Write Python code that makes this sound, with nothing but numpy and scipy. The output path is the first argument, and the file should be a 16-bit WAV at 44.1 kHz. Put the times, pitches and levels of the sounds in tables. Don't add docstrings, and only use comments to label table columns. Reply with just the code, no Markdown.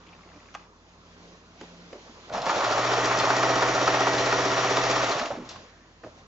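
import sys
import numpy as np
from scipy import signal
from scipy.fft import rfft, irfft, next_fast_len
from scipy.io import wavfile
from scipy.ndimage import uniform_filter1d

SR = 44100
rng = np.random.default_rng(int(sys.argv[2]) if len(sys.argv) > 2 else 0)


def invert_db(x):
    u = np.asarray(x, float) / 20
    return 10 ** u


def dump(signal):
    limited = np.clip(np.atleast_2d(signal).T, -1, 1)
    pcm = np.round(limited * 32767).astype(np.int16)
    wavfile.write(sys.argv[1], SR, pcm)


N = 276488
TIME = np.arange(N) / SR
STITCHES = 45


def evened(x):
    return x / np.sqrt(np.mean(x ** 2) + 1e-20)


def evened_at_speed(x):
    return x / x[3 * SR:5 * SR].std()


def read(points, hz):
    f, value = np.transpose(points)
    return np.interp(np.log(hz + 1), np.log(f + 1), value)


def curves(rows, off_db=-60):
    s, *columns = np.transpose(rows)
    gate = np.where((TIME < s[0]) | (TIME > s[-1]), off_db, 0)
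    return [np.interp(TIME, s, c) + gate for c in columns]


def band(x, lo_hz, hi_hz):
    return signal.sosfilt(signal.butter(2, [lo_hz, min(hi_hz, SR / 2.2)], "band", fs=SR, output="sos"), x)


def slow_noise(size):
    return evened(uniform_filter1d(rng.standard_normal(N), size=size))


def noise(spectrum, same, patchy_db):
    frames, hz = N // 256 + 5, np.fft.rfftfreq(1024, 1 / SR)
    a, b, c, d, patches = rng.standard_normal((frames, 513, 5)).T
    patches = evened(uniform_filter1d(uniform_filter1d(patches, 10, 0), 8, 1))
    like = np.clip(read(same, hz), -1, 1)[:, None]
    left = a + 1j * b
    right = like * left + np.sqrt(1 - like ** 2) * (c + 1j * d)
    z = np.array([left, right]) * invert_db(read(spectrum, hz)[:, None] + patchy_db * patches)
    return evened(signal.istft(z, nperseg=1024, noverlap=768)[1][:, :N])


def resonate(x, hz, width_hz):
    turn, r = np.exp(2j * np.pi * np.cumsum(hz) / SR), np.exp(-np.pi * width_hz / SR)
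    smooth = signal.lfilter([1 - r], [1, -r], x / turn)
    smooth = signal.lfilter([1 - r], [1, -r], smooth)
    return (turn * smooth).real


def rings(modes):
    t = np.arange(SR // 3) / SR
    ring = np.zeros(len(t))
    for k, (hz, db, t60) in enumerate(modes):
        ring += (-1) ** k * invert_db(db - 60 * t / t60) * np.sin(2 * np.pi * hz * t)
    return ring / np.linalg.norm(ring)


def strikes(s, sizes):
    train = np.zeros(N)
    np.add.at(train, np.clip((s * SR).astype(int), 0, N - 1), sizes)
    return train


def struck(train, response):
    return signal.oaconvolve(train, response)[:N]


def reflections(x, t60=0.26, lo_hz=1500):
    size = SR // 2
    taps = rng.choice([-1., 1.], (2, size)) * (rng.random((2, size)) < .05)
    taps *= invert_db(-60 * np.arange(size) / SR / t60)
    taps = band(band(taps, lo_hz, 8100), lo_hz, 6300)
    return signal.fftconvolve(x[None], taps / np.linalg.norm(taps, axis=1)[:, None], axes=1)[:, :N]


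# (frequency [Hz], left over right [dB])
NEAR_SIDE = [(60, -1.0), (160, -1.5), (420, -1.0), (1100, -0.5), (2900, 1.5), (7640, 2.0)]
# (frequency [Hz], left lead [rad])
NEAR_LEAD = [(0, 0), (100, -.05), (400, -.2), (1460, -.7), (3300, -.7), (5000, -.4), (7800, 0)]


def ports(pair, side=NEAR_SIDE, lead=NEAR_LEAD):
    size = next_fast_len(N)
    hz = np.fft.rfftfreq(size, 1 / SR)
    left = invert_db(read(side, hz) / 2) * np.exp(.5j * read(lead, hz))
    return irfft(rfft(pair, size) * np.array([left, 1 / left]), size)[:, :N]


# (angle [turn], dull level [dB], sharp level [dB])
CAMS = [(.97, -3, 0), (.06, 0, -12), (.02, -6, -3), (.185, -6, -1), (.23, -3, -3), (.31, -8, -8),
        (.41, -4, -6), (.64, -8, -7), (.78, -6, -8), (.86, -6, -8)]


def machine():
    turns, speed = shaft()
    effort_db, steady_s = motor_effort(), np.clip(TIME - 3, 0, 2)
    hiss_db = effort_db - 6 - 3.5 * (1 - speed) + 0.96 * steady_s
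    angle, dull_db, sharp_db = np.transpose(CAMS)
    wear = rng.standard_normal((STITCHES, len(CAMS), 2))
    cams_at = stitch_times(angle, turns)
    lift = puffs(cams_at, sharp_db + 1.9 * wear[..., 1])
    throb = puffs(cams_at, dull_db + 0.59 * wear[..., 0])
    flicker = invert_db(0.43 * slow_noise(300))

    near = casing(turns, cams_at, dull_db + 0.95 * wear[..., 0]) * invert_db(effort_db - 5.5)
    near += table_shake(turns, wear[:, 0, 0]) * invert_db(effort_db + shake_level(speed))
    near += gear(turns) * invert_db(effort_db - 8)
    near += feed_taps(turns) * invert_db(effort_db - 20.5) * speed ** 2
    near += needle_plate() * invert_db(effort_db - 12.5) * speed ** 7.1
    near += shaft_orders(turns, speed) + motor_hum(turns, speed, steady_s)
    near += whine() * invert_db(hiss_db - 1.5) * speed ** 25
    near += hook(lift, flicker) * invert_db(hiss_db - 14.0)
    near += clacks() + snaps() + belt() + thread_release()
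    air = hiss(lift, flicker) * invert_db(hiss_db - 3.0)
    air += whirr(turns, throb, flicker) * invert_db(effort_db - 4.5)
    return ports(near + air) + invert_db(-9.5) * reflections(near)


# (time [s], angle since the start [turn])
SHAFT = [(2.2, -.3), (2.33, 0), (2.462, 1), (2.563, 2), (2.641, 3), (2.711, 4), (2.78, 5), (2.8465, 6),
         (2.978, 8), (3.3021, 13), (3.4946, 16), (4.9645, 39), (5.0285, 40), (5.0945, 41), (5.165, 42),
         (5.25, 43), (5.36, 44), (5.5, 44.5)]


def shaft():
    turns = uniform_filter1d(np.interp(TIME, *np.transpose(SHAFT)), size=2600)
    rate = np.gradient(turns)
    return turns, rate / rate.max()


def stitch_times(fraction, turns):
    whole = np.arange(STITCHES)[:, None]
    return np.interp(whole + (fraction + .1) % 1 - .1, turns, TIME).ravel()


# (time [s], whirr level [dB])
EFFORT = [(2.285, -64), (2.344, -29), (2.43, -35), (2.5, -25), (2.56, -26), (2.64, -25.5), (2.96, -24.5),
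          (4.37, -25), (4.92, -25), (5.1, -26.5), (5.266, -33), (5.3, -36.5), (5.312, -36.5), (5.34, -40),
          (5.408, -46), (5.488, -46), (5.497, -39.5), (5.72, -60.5)]


def motor_effort():
    return curves(EFFORT)[0]


# (frequency [Hz], level [dB], t60 [s])
CASING = [(500, -0.5, 0.57), (557.4, 3, 0.47), (615, 3.5, 0.54), (653, 5.5, 0.32), (700.4, 4, 0.51),
          (850, 6, 0.17), (898.4, 7.5, 0.12), (1041, 1.5, 0.19), (1128, 6, 0.26), (1230, 6.5, 0.28),
          (1340, 8.5, 0.072), (1360, -10, 0.27), (760, 8.5, 0.31), (1900, -9, 0.035)]


def casing(turns, cams_at, cam_db):
    teeth, bite = rng.random(40), rng.standard_normal(40)
    blows = strikes(cams_at, invert_db(cam_db).ravel())
    blows += strikes(stitch_times(teeth, turns), np.tile(bite, STITCHES))
    return evened_at_speed(band(struck(blows, rings(CASING)), 400, 3700))


# (frequency [Hz], level [dB], t60 [s])
BED = [(281.5, 2.5, 0.3), (325.8, -3.5, 0.5), (393.4, 9, 0.21), (473.8, -2.5, 0.91)]


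def table_shake(turns, wear):
    blows = strikes(stitch_times(0.035, turns), invert_db(1.4 * wear))
    return evened_at_speed(band(struck(blows, rings(BED)), 250, 600))


def shake_level(speed):
    warming = np.exp(-np.clip(TIME - 2.75, 0, 9) / 0.14)
    return -9 - 13.5 * np.sqrt(abs(1 - speed)) - 5 * warming


def gear(turns):
    tooth = rng.random(120)
    load = uniform_filter1d(rng.standard_normal((STITCHES, 120)), size=9, axis=0)
    load = load * invert_db(-3.5 * np.cos(2 * np.pi * (tooth - .08)))
    bites = strikes(stitch_times(tooth, turns), load.ravel())
    return evened_at_speed(band(band(bites, 500, 1500), 500, 1500))


# (angle [turn], level [dB])
TAPS = [(0.966, -2.5), (.025, -4), (0.171, -4), (.31, -2.5), (0.406, -1), (.53, -7.5), (.62, -6), (.75, -7),
        (0.847, -5)]


def feed_taps(turns):
    place, tap_db = np.transpose(TAPS)
    lo_hz, hi_hz = 1500, 3070
    t = TIME[:900]
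    tap = invert_db(-60 * t / 0.009) * np.cos(np.pi * (lo_hz + hi_hz) * t)
    hits = invert_db(tap_db + 4 * rng.standard_normal((STITCHES, len(TAPS))))
    train = strikes(stitch_times(place, turns), hits.ravel())
    return evened_at_speed(band(struck(train, tap), lo_hz, hi_hz))


def needle_plate():
    return evened(resonate(rng.standard_normal(N), np.full(N, 1868), width_hz=280))


# (order [per turn], level [dB])
SHAFT_ORDERS = [(2, -62), (3, -54), (5, -74), (7, -53), (11, -55.5), (12, -56.5), (13, -50)]


def shaft_orders(turns, speed):
    out = np.zeros(N)
    for order, db in SHAFT_ORDERS:
        out += invert_db(db + 1.0) * speed ** 8 * np.cos(2 * np.pi * order * (turns + rng.random()))
    return out


def motor_hum(turns, speed, steady_s):
    pedal = .5 - 0.52 * np.tanh((TIME - 5.115) / .012)
    level = invert_db(-36 - 0.96 * steady_s) * abs(speed) ** 10.5
    return level * pedal * np.cos(2 * np.pi * 8 * turns)


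# (frequency [Hz], level against the hiss [dB])
WHINE = [(5455, -22), (5580, -24), (5637, -21), (5734, -22), (5796, -21), (5878, -15.5), (5958, -25)]


def whine():
    step = 64
    slow = evened(uniform_filter1d(rng.standard_normal((2, len(WHINE), N // step + 1)), size=40))
    wanders, wavers = np.repeat(slow, step, axis=2)[..., :N]
    out = np.zeros(N)
    for (hz, db), wander, waver in zip(WHINE, wanders, wavers):
        out += invert_db(db + 2.5 * waver) * np.cos(2 * np.pi * np.cumsum(hz + 5 * wander) / SR)
    return out


def puffs(s, db):
    t = np.arange(1500) / SR
    puff = 2 * np.exp(-t / 0.0026) * (1 - np.exp(-t / 0.0023))
    return struck(strikes(s, invert_db(db).ravel()), puff)


# (frequency [Hz], level [dB], t60 [s])
HOOK = [(4360, -7.5, 0.015), (5480, -6, 0.015), (5580, -3.5, 0.03), (5920, -5.5, 0.021)]


def hook(lift, flicker):
    return struck(rng.standard_normal(N) * (.5 + lift) * flicker ** 3, rings(HOOK))


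# (frequency [Hz], likeness [0-1])
NEAR_SAME = [(60, .99), (420, .97), (1100, .82), (2900, .55), (7640, .7)]
# (frequency [Hz], level [dB per Hz])
HISS = [(880, -19.5), (1500, -2), (1680, -1.5), (1860, -1), (2180, -4.5), (3180, -4.5), (5210, -9.5),
        (5740, -10), (7070, -12), (7900, -30.5), (10300, -58.5), (17400, -120)]


def hiss(lift, flicker):
    return noise(HISS, NEAR_SAME, patchy_db=.8) * (1 + 0.65 * lift) * flicker


# (frequency [Hz], level [dB per Hz])
WHIRR = [(25, -37), (45, -29), (65, -32), (110, -12), (160, -12), (230, -19.5), (300, -1), (360, -7),
         (480, -0.5), (1130, -1), (1400, -2), (1600, -13.5), (2600, -13.5), (3400, -35)]


def whirr(turns, throb, flicker):
    downstroke = invert_db(3 * np.cos(2 * np.pi * (turns - .08)))
    return noise(WHIRR, NEAR_SAME, patchy_db=1.0) * flicker * (1 + 0.14 * throb) * downstroke


# (angle [turn], peak level [dB])
BITE = [(5, -16), (12, -11), (13, -11), (25, -12), (26, -19.5), (41, -24)]
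# (angle [turn], extra level [dB])
SEAMS = [(5, 0.5), (6, -7), (10, 6.5), (11, -13), (12, -3.5), (13, 5.5), (14, -17), (15, 2.5), (18, 6),
         (19, -6), (20, -7), (21, -6), (22, 1.5), (24, 2), (25, 4), (26, -19.5), (27, -8), (29, 14),
         (30, -8), (31, -8), (33, -2.5), (34, 2), (38, 8), (39, 7)]
# (angle [turn], lag [s])
CLACK_DELAY = [(5, 0), (7, .008), (10, .004), (12, 0)]
# (time [s], peak level
# [dB], brightness [dB])
MORE_CLACKS = [(2.3, -29, -13.5), (2.355, -29, -21), (2.33, -36.5, 1), (2.341, -30, -12), (2.346, -20, -23),
               (2.381, -20.5, -12), (2.422, -30.5, 3), (2.467, -9, -18), (2.496, -7.5, -20), (2.565, -21.5, -7),
               (2.611, -12, -17.5), (2.646, -12, -12), (2.699, -24, -31), (2.725, -18, -6.5), (3.185, -19, -11),
               (3.202, -17.5, -1.5), (3.636, -10.5, -19.5), (3.779, -11, -25.5), (4.187, -19.5, 0.5),
               (5.119, -12, -7.5), (5.192, -16, -10.5), (5.216, -17.5, -14), (5.259, -32, -4), (3.879, -9, -14.5),
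               (3.971, -17, -26), (4.309, -21, -20), (4.772, -14.5, -7), (3.021, -18.5, -22), (2.938, -13, -11)]


def clack_rows():
    turn = np.arange(5, 42)
    db = np.interp(turn, *np.transpose(BITE))
    for seam, extra_db in SEAMS:
        db = db + extra_db * (turn == round(seam))
    s = np.interp(turn, *np.transpose(SHAFT)[::-1]) + 0.002 + np.interp(turn, *np.transpose(CLACK_DELAY))
    edge_db = -28 + 1.5 * rng.standard_normal(len(turn))
    return np.r_[np.c_[s, db, edge_db - db], MORE_CLACKS]


def clacks():
    out, t = np.zeros(N), np.arange(1800) / SR
    edge_lead = 130
    rows = clack_rows()
    grit = rng.standard_normal((len(rows), 2, len(t)))
    fall = np.minimum(t / 0.0032, 1) * invert_db(-60 * t / 0.035) + 0.16 * invert_db(-60 * t / 0.1)
    snap = 0.4 * np.exp(-((t - .003) / 0.001) ** 2)
    for (s, db, bright_db), (dull, sharp) in zip(rows, grit):
        sound = evened(band(dull, 680, 1450)) * np.roll(fall, edge_lead)
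        sound += invert_db(bright_db) * evened(band(sharp, 2800, 5600)) * (fall ** 0.59 + snap)
        out[round(s * SR) - 110 - edge_lead:][:len(t)] += invert_db(db - 8.5) * sound
    return out


# (time [s], peak level [dB])
SNAPS = [(2.7813, -28.5), (2.9253, -27), (3.0555, -15), (3.188, -13), (3.3653, -19.5), (3.4295, -18.5),
         (3.5553, -21), (3.6232, -29), (3.8576, -17.5), (3.94, -29), (4.0056, -23.5), (4.0811, -21),
         (4.1769, -28), (4.2587, -23), (4.3248, -21), (4.7082, -23.5), (4.9117, -15), (5.0968, -25),
         (5.4905, -27), (5.502, -36), (.542, -42), (.5455, -41), (.549, -45), (2.3365, -28), (2.458, -26),
         (3.043, -25), (3.491, -22), (3.684, -28), (3.7474, -30), (3.8267, -22), (4.133, -30),
         (4.4518, -20), (4.58, -29.5), (4.8993, -21), (5.1911, -32), (5.2584, -28.5)]


def snaps():
    out, t = np.zeros(N), np.arange(1200) / SR
    for (s, db), grit in zip(SNAPS, rng.standard_normal((len(SNAPS), len(t)))):
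        fall = np.minimum(t / 0.00068, 1) * invert_db(db - 10 - 60 * t / 0.03)
        out[round(s * SR) - 30:][:len(t)] += fall * evened(band(grit, 3300, 6800))
    return out


# (time [s], pitch [Hz], level [dB])
BELT = [
    [(2.285, 630, -56), (2.31, 653, -35.5), (2.33, 600, -40.5), (2.36, 716, -30.5), (2.42, 648, -37),
     (2.55, 908, -33)],
    [(5.12, 980, -42), (5.18, 850, -38.5), (5.23, 714, -31.5), (5.27, 632, -51), (5.295, 600, -48),
     (5.32, 600, -39), (5.355, 480, -52), (5.4, 253, -43.5), (5.48, 230, -53)],
    [(5.55, 1900, -78), (5.68, 1780, -60.5), (5.95, 1850, -70.5)],
    [(0, 1140, -63), (.5, 1130, -64), (.7, 1073, -65.5)],
]


def belt():
    out = np.zeros(N)
    for rows in BELT:
        s, hz, db = np.transpose(rows)
        groan = evened(resonate(rng.standard_normal(N), np.interp(TIME, s, hz), .45 * hz.mean()))
        out += groan * invert_db(curves(np.c_[s, db])[0])
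    return out


def thread_release():
    start_s, fall_s = 5.492, 0.038
    fall = (TIME > start_s) * np.exp(-abs(TIME - start_s) / fall_s)
    return invert_db(-44.5) * fall * evened(band(rng.standard_normal(N), 2600, 6500))


# (time [s], peak level [dB], pitch [Hz], brightness [dB])
KNOCKS = [(0.07, -41, 315, -4), (0.256, -40, 357, -16), (0.359, -42, 292, -5), (0.542, -35.5, 1120, 0),
          (0.5515, -26, 823, -26), (.5485, -31, 2540, -11), (0.549, -22.5, 1226, -6.5),
          (1.6109, -29, 350, -3.5), (1.611, -32, 847, -8), (1.62, -29.5, 316, -17), (1.634, -35, 800, -16),
          (1.744, -42, 633, -13), (1.929, -25, 500, -10.5), (1.953, -30, 582, -28), (1.978, -37, 550, -24),
          (2.064, -36, 495, -23), (2.095, -34, 241, -21), (5.195, -27.5, 1210, 8.5), (5.258, -31, 650, 9),
          (5.3045, -15.5, 570, -27), (5.318, -20.5, 763, -21), (5.331, -25.5, 297, -25),
          (5.403, -29, 292, -24), (5.266, -22, 665, -19), (5.352, -22.5, 655, -24), (5.385, -29, 500, -14),
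          (5.559, -30.5, 1080, -8), (6.0355, -27.5, 1230, -27), (6.037, -38, 1900, -20),
          (6.045, -42, 1500, -18), (6.0341, -29.5, 450, -25), (6.039, -28, 640, -25),
          (6.046, -28.5, 323, -23), (6.062, -28, 600, -22), (6.07, -30, 612, -24), (6.078, -37, 600, -19),
          (6.175, -41, 694, -20), (6.19, -42, 780, -20), (6.209, -49, 770, -17)]
# (time [s], peak level [dB], pitch [Hz])
BUMPS = [(.36, -46, 600), (1.939, -32, 380), (2.311, -38, 127), (2.341, -29.5, 196), (2.401, -36, 131),
         (2.471, -30.5, 201), (2.561, -29.5, 191), (5.152, -35, 126), (5.205, -28, 248),
         (5.313, -34.5, 123), (5.373, -29, 252), (5.398, -31, 256), (0.335, -42, 293), (5.459, -42, 129),
         (5.554, -38.5, 123), (6.049, -36, 116)]


def knocks():
    out, t = np.zeros((2, N)), np.arange(6000) / SR
    rows = [(s, db, hz, 0.083 * (450 / hz) ** 0.59, bright_db) for s, db, hz, bright_db in KNOCKS]
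    rows += [(s, db, hz, .19, -31) for s, db, hz in BUMPS]
    pan_db = np.array([[-0.75], [0.75]])
    rise = np.minimum(t / 0.0018, 1)
    grit = rng.standard_normal((len(rows), 2, len(t)))
    for (s, db, hz, t60, bright_db), (body, crack) in zip(rows, grit):
        ring = 0.62 * np.sin(2 * np.pi * hz * t) + 0.38 * evened(band(body, 0.62 * hz, 1.36 * hz))
        sound = ring * invert_db(-60 * t / np.clip(t60, .02, .6))
        crack = evened(band(crack, 740, 3230) + 0.24 * band(crack, 3400, 5700))
        sound += invert_db(bright_db) * crack * invert_db(-60 * t / 0.029)
        part = out[:, round(s * SR) - 20:][:, :len(t)]
        part += invert_db(db - 4.5 + pan_db) * (rise * sound)[:part.shape[1]]
    out += ticks()
    return out + invert_db(-14.5) * reflections(out.mean(0), t60=0.29, lo_hz=600)


# (time [s], peak level [dB], pitch [Hz])
TICKS = [(0.0662, -45, 2600), (.074, -50, 2600), (.085, -47, 2900), (0.0902, -46, 2600), (.094, -50, 1200),
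         (0.129, -47, 2330), (.134, -46, 2330), (.149, -48, 1900), (.186, -50, 1150), (.279, -49, 1050),
         (.192, -47, 1200), (.208, -52, 1200), (0.2349, -46, 1800), (0.2897, -47, 2160), (0.301, -49, 2300),
         (0.3162, -44, 1500), (.34, -49, 2500), (.3885, -51, 1750), (0.402, -46, 2200), (.4584, -51, 2290),
         (0.4858, -44, 1900), (.595, -53, 2300), (0.625, -53, 2300), (.648, -59, 1630)]


def ticks():
    out, t = np.zeros(N), np.arange(1200) / SR
    first_s, gap_s, count = .0105, .01398, 47
    ribs, size = rng.standard_normal((count, 2, len(t))), rng.standard_normal(count)
    for k, (low, high) in enumerate(ribs):
        click = evened(band(low, 900, 1300)) + evened(band(high, 1700, 3000))
        fall = np.minimum(t / 0.0006, 1) * invert_db(-55 + size[k] - 60 * t / 0.017)
        out[round((first_s + k * gap_s) * SR) - 40:][:len(t)] += fall * click
    fall = np.minimum(t / 0.0008, 1) * invert_db(-60 * t / 0.025)
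    for (s, db, hz), scratch in zip(TICKS, rng.standard_normal((len(TICKS), len(t)))):
        scratch = band(band(scratch, 0.79 * hz, 1.28 * hz), 0.79 * hz, 1.28 * hz)
        out[round(s * SR) - 40:][:len(t)] += invert_db(db - 2) * fall * evened(scratch)
    return out * invert_db(np.array([[1.5], [-1.5]]))


# (frequency [Hz], likeness [0-1])
ROOM_SAME = [(60, 0.79), (160, 1), (420, 0.88), (1100, 0.76), (2900, 0.16), (7640, 0.47)]
# (time [s], pressure level [dB])
FABRIC = [
    [(0.0, -55), (0.48, -53.5), (0.62, -54.5), (0.73, -70), (0.9, -56.5), (0.97, -58.5), (1.22, -51),
     (1.33, -51.5), (1.42, -56), (1.55, -55.5), (1.62, -45.5), (1.74, -51), (1.9, -49.5), (2.0, -48.5),
     (2.17, -49), (2.3, -46)],
    [(5.45, -47.5), (5.598, -47.5), (5.806, -59), (6.02, -60), (6.052, -51), (6.15, -56), (6.19, -51),
     (6.27, -59)],
]
# (frequency [Hz], level [dB per Hz])
DRAG = [(71, -51), (120, -25.5), (177, -10), (206, -3.5), (408, -7.5), (443, -4.5), (2000, -16),
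        (2600, -61), (4400, -120)]
# (frequency [Hz], level [dB per Hz])
RUSTLE = [(760, -34), (1300, -7.5), (2140, -0.5), (3940, -1), (6350, -5), (7330, -11), (7900, -36.5),
          (10300, -65), (17400, -120)]


def fabric():
    drag, rustle = noise(DRAG, ROOM_SAME, 2.5), noise(RUSTLE, ROOM_SAME, 1.2)
    rustle *= invert_db(0.64 * slow_noise(200))
    out = np.zeros((2, N))
    for rows in FABRIC:
        drag_db = curves(rows)[0]
        moving = (TIME >= rows[0][0]) & (TIME <= rows[-1][0])
        rustle_db = np.where(moving, drag_db - 6.5, drag_db)
        out += invert_db(drag_db - 4.5) * drag + invert_db(rustle_db - 0.2) * rustle
    return out


# (start [s], length [s], level [dB])
DRONE = [(-.1, 0.45, -61), (.25, 0.16, -64), (0.515, 0.18, -63), (0.89, 0.46, -60), (1.2, 0.42, -61),
         (1.583, 0.36, -52.5), (1.98, 0.14, -75)]


def drone():
    level = invert_db(-71)
    for s, length, db in DRONE:
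        level = level + invert_db(db) * np.sin(np.pi * np.clip((TIME - s) / length, 0, 1)) ** 0.44
    hz = 173.7 + 0.94 * slow_noise(9000)
    return level * np.sin(2 * np.pi * np.cumsum(hz) / SR)


# (frequency [Hz], level [dB], waver [dB])
HUM = [(48.4, -64.5, .4), (86.1, -64.5, 1.5), (242.2, -70, 1.5)]


def hum():
    out = np.zeros(N)
    for hz, db, waver_db in HUM:
        out += invert_db(db + 3.0 + waver_db * slow_noise(6000)) * np.sin(2 * np.pi * hz * TIME)
    return out


# (frequency [Hz], level [dB per Hz])
ROOM = [(20, -51), (40, -21.5), (70, -21.5), (110, -8.5), (200, -12), (400, -13.5), (800, -17.5),
        (1050, -13), (1500, -20), (3000, -27), (6500, -29), (7300, -35), (7900, -46), (10000, -92)]
# (frequency [Hz], left over right [dB])
ROOM_SIDE = [(60, -1.5), (200, -1.0), (680, 0), (2270, -1.5), (7640, 1)]
# (frequency [Hz], left lead [rad])
ROOM_LEAD = [(0, 0), (100, -.1), (400, -.35), (1210, -.9), (2150, -3), (3530, -2.5), (5510, -1), (7840, .5)]


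def room():
    air = invert_db(-57) * noise(ROOM, ROOM_SAME, patchy_db=1.6)
    return ports(air + hum() + drone() + fabric(), ROOM_SIDE, ROOM_LEAD)


def scene():
    return machine() + knocks() + room()


def band_limit(x):
    return signal.sosfilt(signal.butter(12, 7930, fs=SR, output="sos"), x)


def record(dry):
    edge = signal.firwin(401, 7700, window=("kaiser", 8), fs=SR)
    mix = signal.oaconvolve(dry, edge[None], "same")
    return band_limit(mix)


dry = scene()
out = record(dry)
dump(out)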